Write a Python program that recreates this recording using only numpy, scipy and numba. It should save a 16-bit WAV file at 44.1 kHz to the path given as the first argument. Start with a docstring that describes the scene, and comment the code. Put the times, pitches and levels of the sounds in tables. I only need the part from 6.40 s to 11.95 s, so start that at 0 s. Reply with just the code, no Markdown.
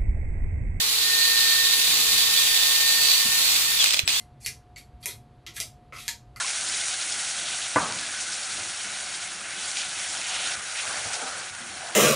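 """A dense hiss and crackle comes first: wet spice paste boils in hot oil in a deep pan, close to a phone.
Steam bubbles burst in random swarms coloured by the pan's bowl; surges, blubs and sharp spits of oil stand out.
A low kitchen rumble of filtered noise lies below. A knock rings on wood as fading tones, and the room answers.
Later come soft spoon bumps made of loose tones, brief dulling by the spoon, and gurgles of sliding tones."""
import sys
import numpy as np
from scipy import signal
from scipy.fft import rfft, irfft, next_fast_len
from scipy.io import wavfile
from scipy.ndimage import uniform_filter1d, map_coordinates
from numba import njit

SR = 44100
rng = np.random.default_rng(int(sys.argv[2]) if len(sys.argv) > 2 else 0)


def wav_record(signal):
    """Record a signal, one row per channel, as 16-bit PCM in the file named by sys.argv[1]."""
    frames = np.transpose(np.atleast_2d(signal))
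    bounded = np.clip(frames, -1, 1)
    # unit amplitude maps onto the largest positive 16-bit level
    quanta = np.round(bounded * 32767).astype(np.int16)
    wavfile.write(sys.argv[1], SR, quanta)


def attenuation_scalar(level_db):
    """Turn a level in dB into a linear amplitude multiplier (20 dB per decade)."""
    decades = np.asarray(level_db, float) / 20
    return 10 ** decades


N = 244755
T = np.arange(N) / SR
HZ = np.maximum(np.fft.rfftfreq(next_fast_len(N), 1 / SR), 1)


def unit(x):
    """Scale to an rms of 1."""
    return x / np.sqrt(np.mean(x ** 2))


def shape(x, gain):
    """Filter by a gain per frequency."""
    size = next_fast_len(N)
    return irfft(rfft(x, size) * gain, size)[:N]


def spectrum(points):
    """Gain of (pitch_hz, level_db) points joined on a log pitch axis."""
    hz, db = np.transpose(points)
    return attenuation_scalar(np.interp(np.log(HZ), np.log(hz), db))


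def band(low_hz, high_hz, order=4):
    """Gain of a soft-edged band; neighbours add up to flat power."""
    low_edge = 1 + (low_hz / HZ) ** (2 * order)
    high_edge = 1 + (HZ / high_hz) ** (2 * order)
    return 1 / np.sqrt(low_edge * high_edge)


def walk(rate):
    """Random levels held 1 / rate s, smoothed twice, with the slow drift taken out; spread 1."""
    hold = int(SR / rate)
    steps = np.repeat(rng.standard_normal(N // hold + 1), hold)
    smooth = uniform_filter1d(uniform_filter1d(steps, hold), hold)[:N]
    return unit(smooth - uniform_filter1d(smooth, 2 * hold))


def add(out, start_s, level_db, pitch_hz, t60_s, rise_s, glide=0.):
    """Add a fading ring, cut off at t60_s (60 dB down); its pitch ends higher by a share of 2 * glide."""
    start = int(start_s * SR)
    t = T[:min(int(t60_s * SR), N - start)]
    fade = np.exp(-np.log(1000) * t / t60_s) * (1 - np.exp(-t / rise_s))
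    tone = np.sin(2 * np.pi * pitch_hz * t * (1 + glide * t / t60_s))
    out[start:start + len(t)] += attenuation_scalar(level_db) * fade * tone


@njit
def rings(start, hz, size, cycles, glide):
    """Each trapped bubble rings for some cycles, rising a little as it nears the surface."""
    out = np.zeros(N)
    for k in range(len(start)):
        length = min(int(cycles * SR / hz[k]), N - start[k])
        fade = np.exp(-np.log(1000) / (cycles * SR / hz[k]))
        phase = 0.
        gain = size[k]
        for i in range(length):
            phase += 2 * np.pi * hz[k] / SR * (1 + glide * i / length)
            gain *= fade
            onset = min(16 * i / length, 1.)
            out[start[k] + i] += gain * onset * np.sin(phase)
    return out


# how hard the pan boils: (time_s, level_db), of which only the distance from a medium boil counts
BOIL = [(0, -31.5), (.3, -32), (.43, -30.5), (.53, -32.5), (.85, -32), (1.0, -33.5), (1.25, -33.5),
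        (1.31, -34.5), (1.4, -34), (1.52, -35.5), (1.9, -35), (2.1, -34.5), (2.45, -35.5), (2.62, -36),
        (2.79, -36), (2.95, -38.5), (3.06, -39), (3.3, -33.5), (3.42, -34.5), (3.5, -36), (3.7, -33.5),
        (3.82, -35), (4.148, -33), (4.158, -38.5), (4.24, -36.5), (4.33, -36.5), (4.41, -34), (4.76, -35.5),
        (4.85, -36.5), (5.06, -39.5), (5.17, -41.5), (5.21, -40), (5.3, -40.5), (5.55, -40.5)]
MEDIUM_BOIL_DB = -35
# colour of the boiling: (pitch_hz, level_db)
COLOUR = [(240, -48), (400, -14.5), (721, -3), (1090, -8.5), (1450, -4.5), (1810, -5), (2100, -4.5),
          (4990, -3.5), (5640, -6), (9500, 0.5), (10600, -15), (13800, -30), (22000, -120)]
# air resonances of the pan's bowl: (pitch_hz, width_hz, gain_db)
BOWL = [(750, 110, 4), (1470, 300, 4.5), (1825, 82, -2.5), (3550, 330, -0.7), (4940, 160, -6),
        (5740, 960, 6.5), (6730, 730, 4), (10080, 440, 7)]
# bubble sizes, roughly fine to big: (low_hz, high_hz, bursts_per_s, size_spread_db, flicker_db, flickers_per_s,
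# ringing_bubbles_per_s, ringing_level_db against the bursts)
SIZES = [(4305, 5350, 6000, 2, 1.35, 30, 150, -3.5), (5433, 12400, 15000, 0, 0.7, 32, 700, -8),
         (2978, 4270, 9000, 1.5, 1.35, 38, 260, -9.5), (1858, 2720, 6000, 6, 0.43, 31, 150, -7.5),
         (1142, 1900, 4000, 2.5, 0.8, 32, 160, -11), (441.5, 1240, 3000, 2.5, 0.63, 39, 140, -11)]
# how each size follows the boil, mostly less when bigger: (medium_boil_level_db, share of the boil's dB change)
FOLLOW = [(-43.5, 1.26), (-35.5, 1.19), (-39.5, 0.9), (-42, 0.58), (-43, 0.17), (-48.5, 0.47)]
SWARM_DB, SWARM_RATE = 0.37, 22.01  # flicker shared by all sizes: spread, steps per s
# a ringing bubble: cycles until 60 dB down, rise in pitch (share), range of sizes (dB)
RING_CYCLES, RING_GLIDE, RING_SPREAD_DB = 198, 0.027, 18.5
# inward snaps: per s, size spread, level against each size's rain
SNAP_RATE, SNAP_SPREAD_DB, SNAP_DB = 250, 3.5, -14


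def boiling():
    """Each bubble size is a random rain of bursts in swarms, with a few that ring; returns it and a bare rain."""
    boil_db = np.interp(T, *np.transpose(BOIL)) - MEDIUM_BOIL_DB
    bowl_db = sum(db / (1 + (2 * (HZ - hz) / width) ** 2) for hz, width, db in BOWL)
    colour = spectrum(COLOUR) * attenuation_scalar(bowl_db)
    swarm, sizzle, bare_rain = walk(SWARM_RATE), 0, 0
    # collapsing steam pockets snap inward and reach every band at once
    snaps = -attenuation_scalar(SNAP_SPREAD_DB * rng.standard_normal(N)) * (rng.random(N) < SNAP_RATE / SR)
    for (level_db, share), row in zip(FOLLOW, SIZES):
        low_hz, high_hz, rate, spread_db, flicker_db, flickers, ringers, ring_db = row
        burst_size = rng.choice([-1, 1], N) * attenuation_scalar(spread_db * rng.standard_normal(N))
        bursts = (rng.random(N) < rate / SR) * burst_size
        when, pitch, size = rng.random((int(ringers * N / SR), 3)).T
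        start = (when * N).astype(np.int64)
        ring_hz = low_hz + pitch * (high_hz - low_hz)
        ring_size = attenuation_scalar(RING_SPREAD_DB * size ** 2)  # mostly small, few loud
        bubbles = rings(start, ring_hz, ring_size, RING_CYCLES, RING_GLIDE)
        gain = colour * band(low_hz, high_hz)
        rain = unit(shape(bursts, gain)) + attenuation_scalar(ring_db) * unit(shape(bubbles, gain))
        rain = unit(rain + attenuation_scalar(SNAP_DB) * unit(shape(snaps, gain)))
        rain = rain * attenuation_scalar(SWARM_DB * swarm + flicker_db * walk(flickers))
        sizzle = sizzle + rain * attenuation_scalar(level_db + share * boil_db)
        bare_rain = bare_rain + rain * np.sqrt(high_hz - low_hz)  # evens out wide and narrow bands
    return sizzle, bare_rain


# surges of bubbles of one size, most of them where the spoon turns wet paste onto hot metal:
# (start_s, length_s, level_db, start_pitch_hz, end_pitch_hz)
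SURGES = [(0, 0.029, -33.5, 1185, 1210), (0.028, 0.096, -39.5, 2196, 2110), (0.263, 0.2, -40.5, 2080, 2086),
          (0.502, 0.13, -43, 3500, 3500), (0.954, 0.18, -39, 2990, 3000), (1.099, 0.071, -34.5, 3110, 3280),
          (1.212, 0.059, -35, 3240, 3210), (1.3, 0.41, -43, 2167, 2190), (1.564, 0.13, -39.5, 4100, 4070),
          (1.594, 0.25, -43, 1598, 1617), (1.797, 0.043, -32.5, 6000, 6000),
          (1.906, 0.055, -34.5, 5520, 5450), (2.425, 0.18, -43, 2205, 2215),
          (3.041, 0.15, -41.5, 1642, 1707), (3.035, 0.043, -39.5, 2226, 2200),
          (3.101, 0.21, -42.5, 2900, 3130), (3.35, 0.14, -36, 3000, 3450), (3.33, .14, -41, 2300, 2400),
          (3.375, .06, -40, 4800, 4770), (3.53, 0.17, -40, 2350, 1850), (3.682, 0.13, -46.5, 800, 800),
          (3.79, 0.12, -36.5, 2670, 2230), (3.88, 0.18, -33.5, 2534, 3524), (3.899, 0.09, -39, 2795, 2720),
          (4.018, 0.069, -33.5, 2590, 3610), (4.095, 0.055, -44, 3400, 3400),
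          (4.089, 0.044, -36, 2500, 2500), (3.871, 0.38, -39.5, 1506, 1491),
          (3.874, 0.46, -50.5, 743.5, 746), (4.195, 0.23, -42.5, 1495, 1500),
          (4.343, 0.081, -34, 2250, 2450), (4.375, 0.056, -41, 3680, 3800), (4.38, 0.25, -38.5, 1347, 1319),
          (4.52, 0.2, -43, 1650, 1623), (4.445, 0.11, -47, 721, 728), (3.68, 0.77, -59, 420, 420),
          (4.39, 0.7, -48.5, 450, 450), (4.647, 0.091, -45, 700, 752), (4.737, .17, -44, 700, 754),
          (4.453, 0.48, -48, 1001, 1000), (4.68, .25, -44.5, 950, 1050), (4.78, .12, -52, 320, 320),
          (5.4, .2, -54, 550, 550), (3.7, 0.46, -53.5, 1000, 1000), (4.42, 0.34, -46, 2007, 2004),
          (4.722, .05, -36, 5500, 5500), (4.704, 0.068, -39, 2300, 2105), (4.76, 0.33, -40.5, 1300, 1398),
          (5.143, 0.13, -46.5, 1395, 1400), (4.876, 0.13, -47, 1956, 1900), (4.972, 0.14, -55, 700, 700),
          (5.327, 0.3, -48.5, 720, 720), (5.41, 0.24, -46, 1192, 1292), (5.4, 0.25, -47, 956, 945)]
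SURGE_OCTAVES, SURGE_ORDER = .17, 8  # half width in pitch, steepness of its edges
SURGE_ROUND = 0.49  # 0 = flat top, higher = rounder swell
SURGE_FIZZ_DB = 5  # countless tiny bubbles that smooth a surge, against its distinct ones


def surges(bare_rain):
    """Each surge swells and dies as a further rain of bubbles, whose size drifts from one pitch to another."""
    fizz = unit(shape(rng.standard_normal(N), spectrum(COLOUR)))
    # half the scene away, so that a surge does not repeat the bursts it sits on
    rain = unit(np.roll(bare_rain, N // 2)) + attenuation_scalar(SURGE_FIZZ_DB) * fizz
    out = np.zeros(N)
    for start_s, length_s, level_db, start_hz, end_hz in SURGES:
        first, count = int(start_s * SR), int(length_s * SR)
        share = np.arange(count) / count
        piece = np.roll(rain, -first)[:2 * count]
        ratio = np.maximum(np.fft.rfftfreq(2 * count, 1 / SR), 20) / start_hz
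        low_edge = 1 + (ratio * 2 ** SURGE_OCTAVES) ** -SURGE_ORDER
        high_edge = 1 + (ratio / 2 ** SURGE_OCTAVES) ** SURGE_ORDER
        sized = irfft(rfft(piece) / np.sqrt(low_edge * high_edge))
        # reading faster or slower moves the pitch
        position = np.cumsum((end_hz / start_hz) ** share)
        glided = map_coordinates(sized, [position], mode="wrap")
        swell = np.sin(np.pi * share) ** SURGE_ROUND
        out[first:first + count] += (attenuation_scalar(level_db) * swell * unit(glided))[:N - first]
    return out


# kitchen rumble: (pitch_hz, level_db)
RUMBLE = [(15, -45), (25, 2), (70, -6), (97, -1), (123, -6.5), (194, -4), (270, -7), (352, -3), (466, -11),
          (600, 6), (780, -5), (1320, -120)]
RUMBLE_DB = -53.5


def rumble():
    """Burner and house rumble: low filtered noise that wavers a little."""
    low = shape(rng.standard_normal(N), spectrum(RUMBLE) * band(20, 470))
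    return unit(low) * attenuation_scalar(RUMBLE_DB + 1.6 * walk(6.1))


# lone big bubbles: (start_s, level_db, start_pitch_hz, t60_s)
BLUBS = [(0.001, -17.5, 1680, 0.026), (.009, -23, 1400, .03), (0.044, -23.5, 1046, 0.035),
         (1.885, -27, 1470, 0.065), (4.875, -30, 1240, 0.06), (1.628, -26, 1650, .05),
         (5.44, -41, 720, 0.065)]


def blubs():
    """A big bubble rings as one fading tone that rises as it closes."""
    out = np.zeros(N)
    for start_s, level_db, pitch_hz, t60_s in BLUBS:
        add(out, start_s, level_db, pitch_hz, t60_s, rise_s=.002, glide=0.062)
    return out


# lone loud spits of oil: (peak_s, peak_level_db, pitch_hz)
SPITS = [(.2081, -14, 7010), (1.524, -12, 5070), (1.589, -15, 4160), (1.803, -20, 6730),
         (3.3155, -13, 5730), (3.3711, -11, 3660), (3.418, -15, 4470), (3.4938, -17, 4540),
         (3.816, -15, 5270), (3.896, -18, 5000), (3.936, -16, 4500), (4.372, -22, 3500),
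         (4.3925, -18, 2600), (4.3998, -15, 2500), (4.4054, -19, 4000), (4.7418, -10, 5260)]
SPIT_CYCLES = 0.55  # half length of the crack


def spits():
    """A spit is one short inward crack: about one cycle under a bell-shaped fade."""
    out = np.zeros(N)
    for peak_s, level_db, pitch_hz in SPITS:
        cycles = pitch_hz * (T - peak_s)
        out -= attenuation_scalar(level_db) * np.cos(2 * np.pi * cycles) * np.exp(-(cycles / SPIT_CYCLES) ** 2)
    return out


# the knock, blow and rebounds: (start_s, level_db)
KNOCK = [(1.3573, -8), (1.3584, -1.5), (1.3644, -4), (1.382, -16)]
# what the knocked wood rings with: (pitch_hz, level_db, t60_s)
WOOD = [(105, -31, 0.12), (293, -18, 0.07), (420, -26, .05), (495, -20, .06), (631, -16.5, 0.062),
        (919, -18, 0.08), (1025, -20, 0.11), (1174, -18, 0.11), (1190, -32, .25), (1230, -23, 0.14),
        (1486, -18, 0.065), (1705, -24.5, 0.06), (1965, -28, 0.047), (2100, -20, 0.045), (2390, -31, .03)]
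# the room's answer to the knock: (low_hz, high_hz, t60_s, starting_level_db)
ROOM = [(42, 72, 0.76, -48), (83, 170, 0.85, -41), (165, 300, 0.87, -36.5), (420, 800, 0.64, -31.5),
        (700, 1280, 0.58, -29), (970, 1250, 0.56, -25), (1330, 1750, 0.42, -29.5), (1900, 2600, 0.21, -34)]


def knock():
    """Blow and rebounds ring the wood, neighbouring modes in opposite sense; the room adds a diffuse tail."""
    out = np.zeros(N)
    for start_s, blow_db in KNOCK:
        for k, (pitch_hz, level_db, t60_s) in enumerate(WOOD):
            ring = np.zeros(N)
            add(ring, start_s, blow_db + level_db, pitch_hz, t60_s, rise_s=.0013)
            out += (-1) ** k * ring
    since = np.maximum(T - KNOCK[0][0], 0)
    build = 1 - np.exp(-since / 0.0038)  # echoes need some time to gather
    for low_hz, high_hz, t60_s, level_db in ROOM:
        echoes = unit(shape(rng.standard_normal(N), band(low_hz, high_hz, order=7)))
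        out += attenuation_scalar(level_db - 60 * since / t60_s) * build * echoes
    return out


# soft bumps of the spoon on the pan: (start_s, level_db, pitch_hz, t60_s)
BUMPS = [(2.447, -41, 200, 0.14), (3.779, -43, 226, 0.12), (4.17, -38, 87, 0.1), (4.656, -34, 108, 0.11),
         (4.819, -39, 262.5, 0.26), (5.108, -43, 91, 0.14), (5.204, -43.5, 236, 0.29),
         (5.501, -46, 330, 0.23)]


def bumps():
    """A bump is a dull thud of four loose partials that fade together."""
    out = np.zeros(N)
    for start_s, level_db, pitch_hz, t60_s in BUMPS:
        for ratio, partial_db in ((.72, -8.5), (1, -1.5), (1.47, -6), (2.3, -6.5)):
            add(out, start_s, level_db + partial_db, ratio * pitch_hz, t60_s, rise_s=.004)
    return out


# the spoon shades the pan and dulls one stretch of the sizzle: (start_s, length_s, first_level_db, low_hz, high_hz)
SHADES = [(4.153, .1, -5, 3800, 4900), (3.0, .12, -2, 3200, 5300), (5.1, .2, -2, 3200, 5600)]


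def shaded(sizzle):
    """The spoon covers a band of the sizzle at once and lifts away gradually."""
    for start_s, length_s, level_db, low_hz, high_hz in SHADES:
        share = (T - start_s) / length_s
        arrive = np.clip(share * length_s / .004, 0, 1)  # within 4 ms
        leave = np.clip(2 * (1 - share), 0, 1)  # over the second half
        lost = 1 - attenuation_scalar(level_db * arrive * leave)
        sizzle = sizzle - lost * shape(sizzle, band(low_hz, high_hz, order=6))
    return sizzle


# narrow gurgles of air drawn through the wet paste: (start_s, length_s, level_db, start_pitch_hz, end_pitch_hz)
GURGLES = [(3.56, .12, -45, 2300, 1900), (4.46, .06, -44, 1365, 1294), (4.47, .12, -49, 750, 759),
           (4.545, .05, -47, 1720, 1600), (4.657, 0.038, -44, 740, 740), (4.745, 0.158, -44, 690, 780),
           (4.865, 0.087, -45, 1215, 1500)]
GURGLE_WAVER, GURGLE_THROB_DB = .012, 3  # pitch unsteadiness (share), level unsteadiness


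def gurgles():
    """Each gurgle is one air pocket whose pitch slides and wavers while its level throbs."""
    out = np.zeros(N)
    waver = 1 + GURGLE_WAVER * walk(90)
    throb = attenuation_scalar(GURGLE_THROB_DB * walk(60))
    for start_s, length_s, level_db, start_hz, end_hz in GURGLES:
        share = np.clip((T - start_s) / length_s, 0, 1)
        pitch_hz = start_hz * (end_hz / start_hz) ** share * waver
        phase = 2 * np.pi * np.cumsum(pitch_hz) / SR
        swell = np.sqrt(np.abs(np.sin(np.pi * share))) * (share < 1)
        out += attenuation_scalar(level_db) * swell * throb * np.sin(phase)
    return out


def scene():
    """One microphone feeds both channels."""
    sizzle, bare_rain = boiling()
    pan = shaded(sizzle) + surges(bare_rain) + gurgles()
    mono = pan + rumble() + blubs() + spits() + knock() + bumps()
    return np.array([mono, mono])


def roll_off(x):
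    """The treble ends steeply here."""
    return signal.sosfilt(signal.butter(12, 10810, fs=SR, output="sos"), x)


MIC_LOW_HZ, TOP_HZ = 62.5, 10690


def record(dry):
    """The phone thins the bass and cuts the top steeply."""
    thin = signal.sosfilt(signal.butter(3, MIC_LOW_HZ, "high", fs=SR, output="sos"), dry)
    mix = signal.sosfilt(signal.ellip(8, .3, 70, TOP_HZ, fs=SR, output="sos"), thin)
    return roll_off(mix)


dry = scene()
out = record(dry)
wav_record(out)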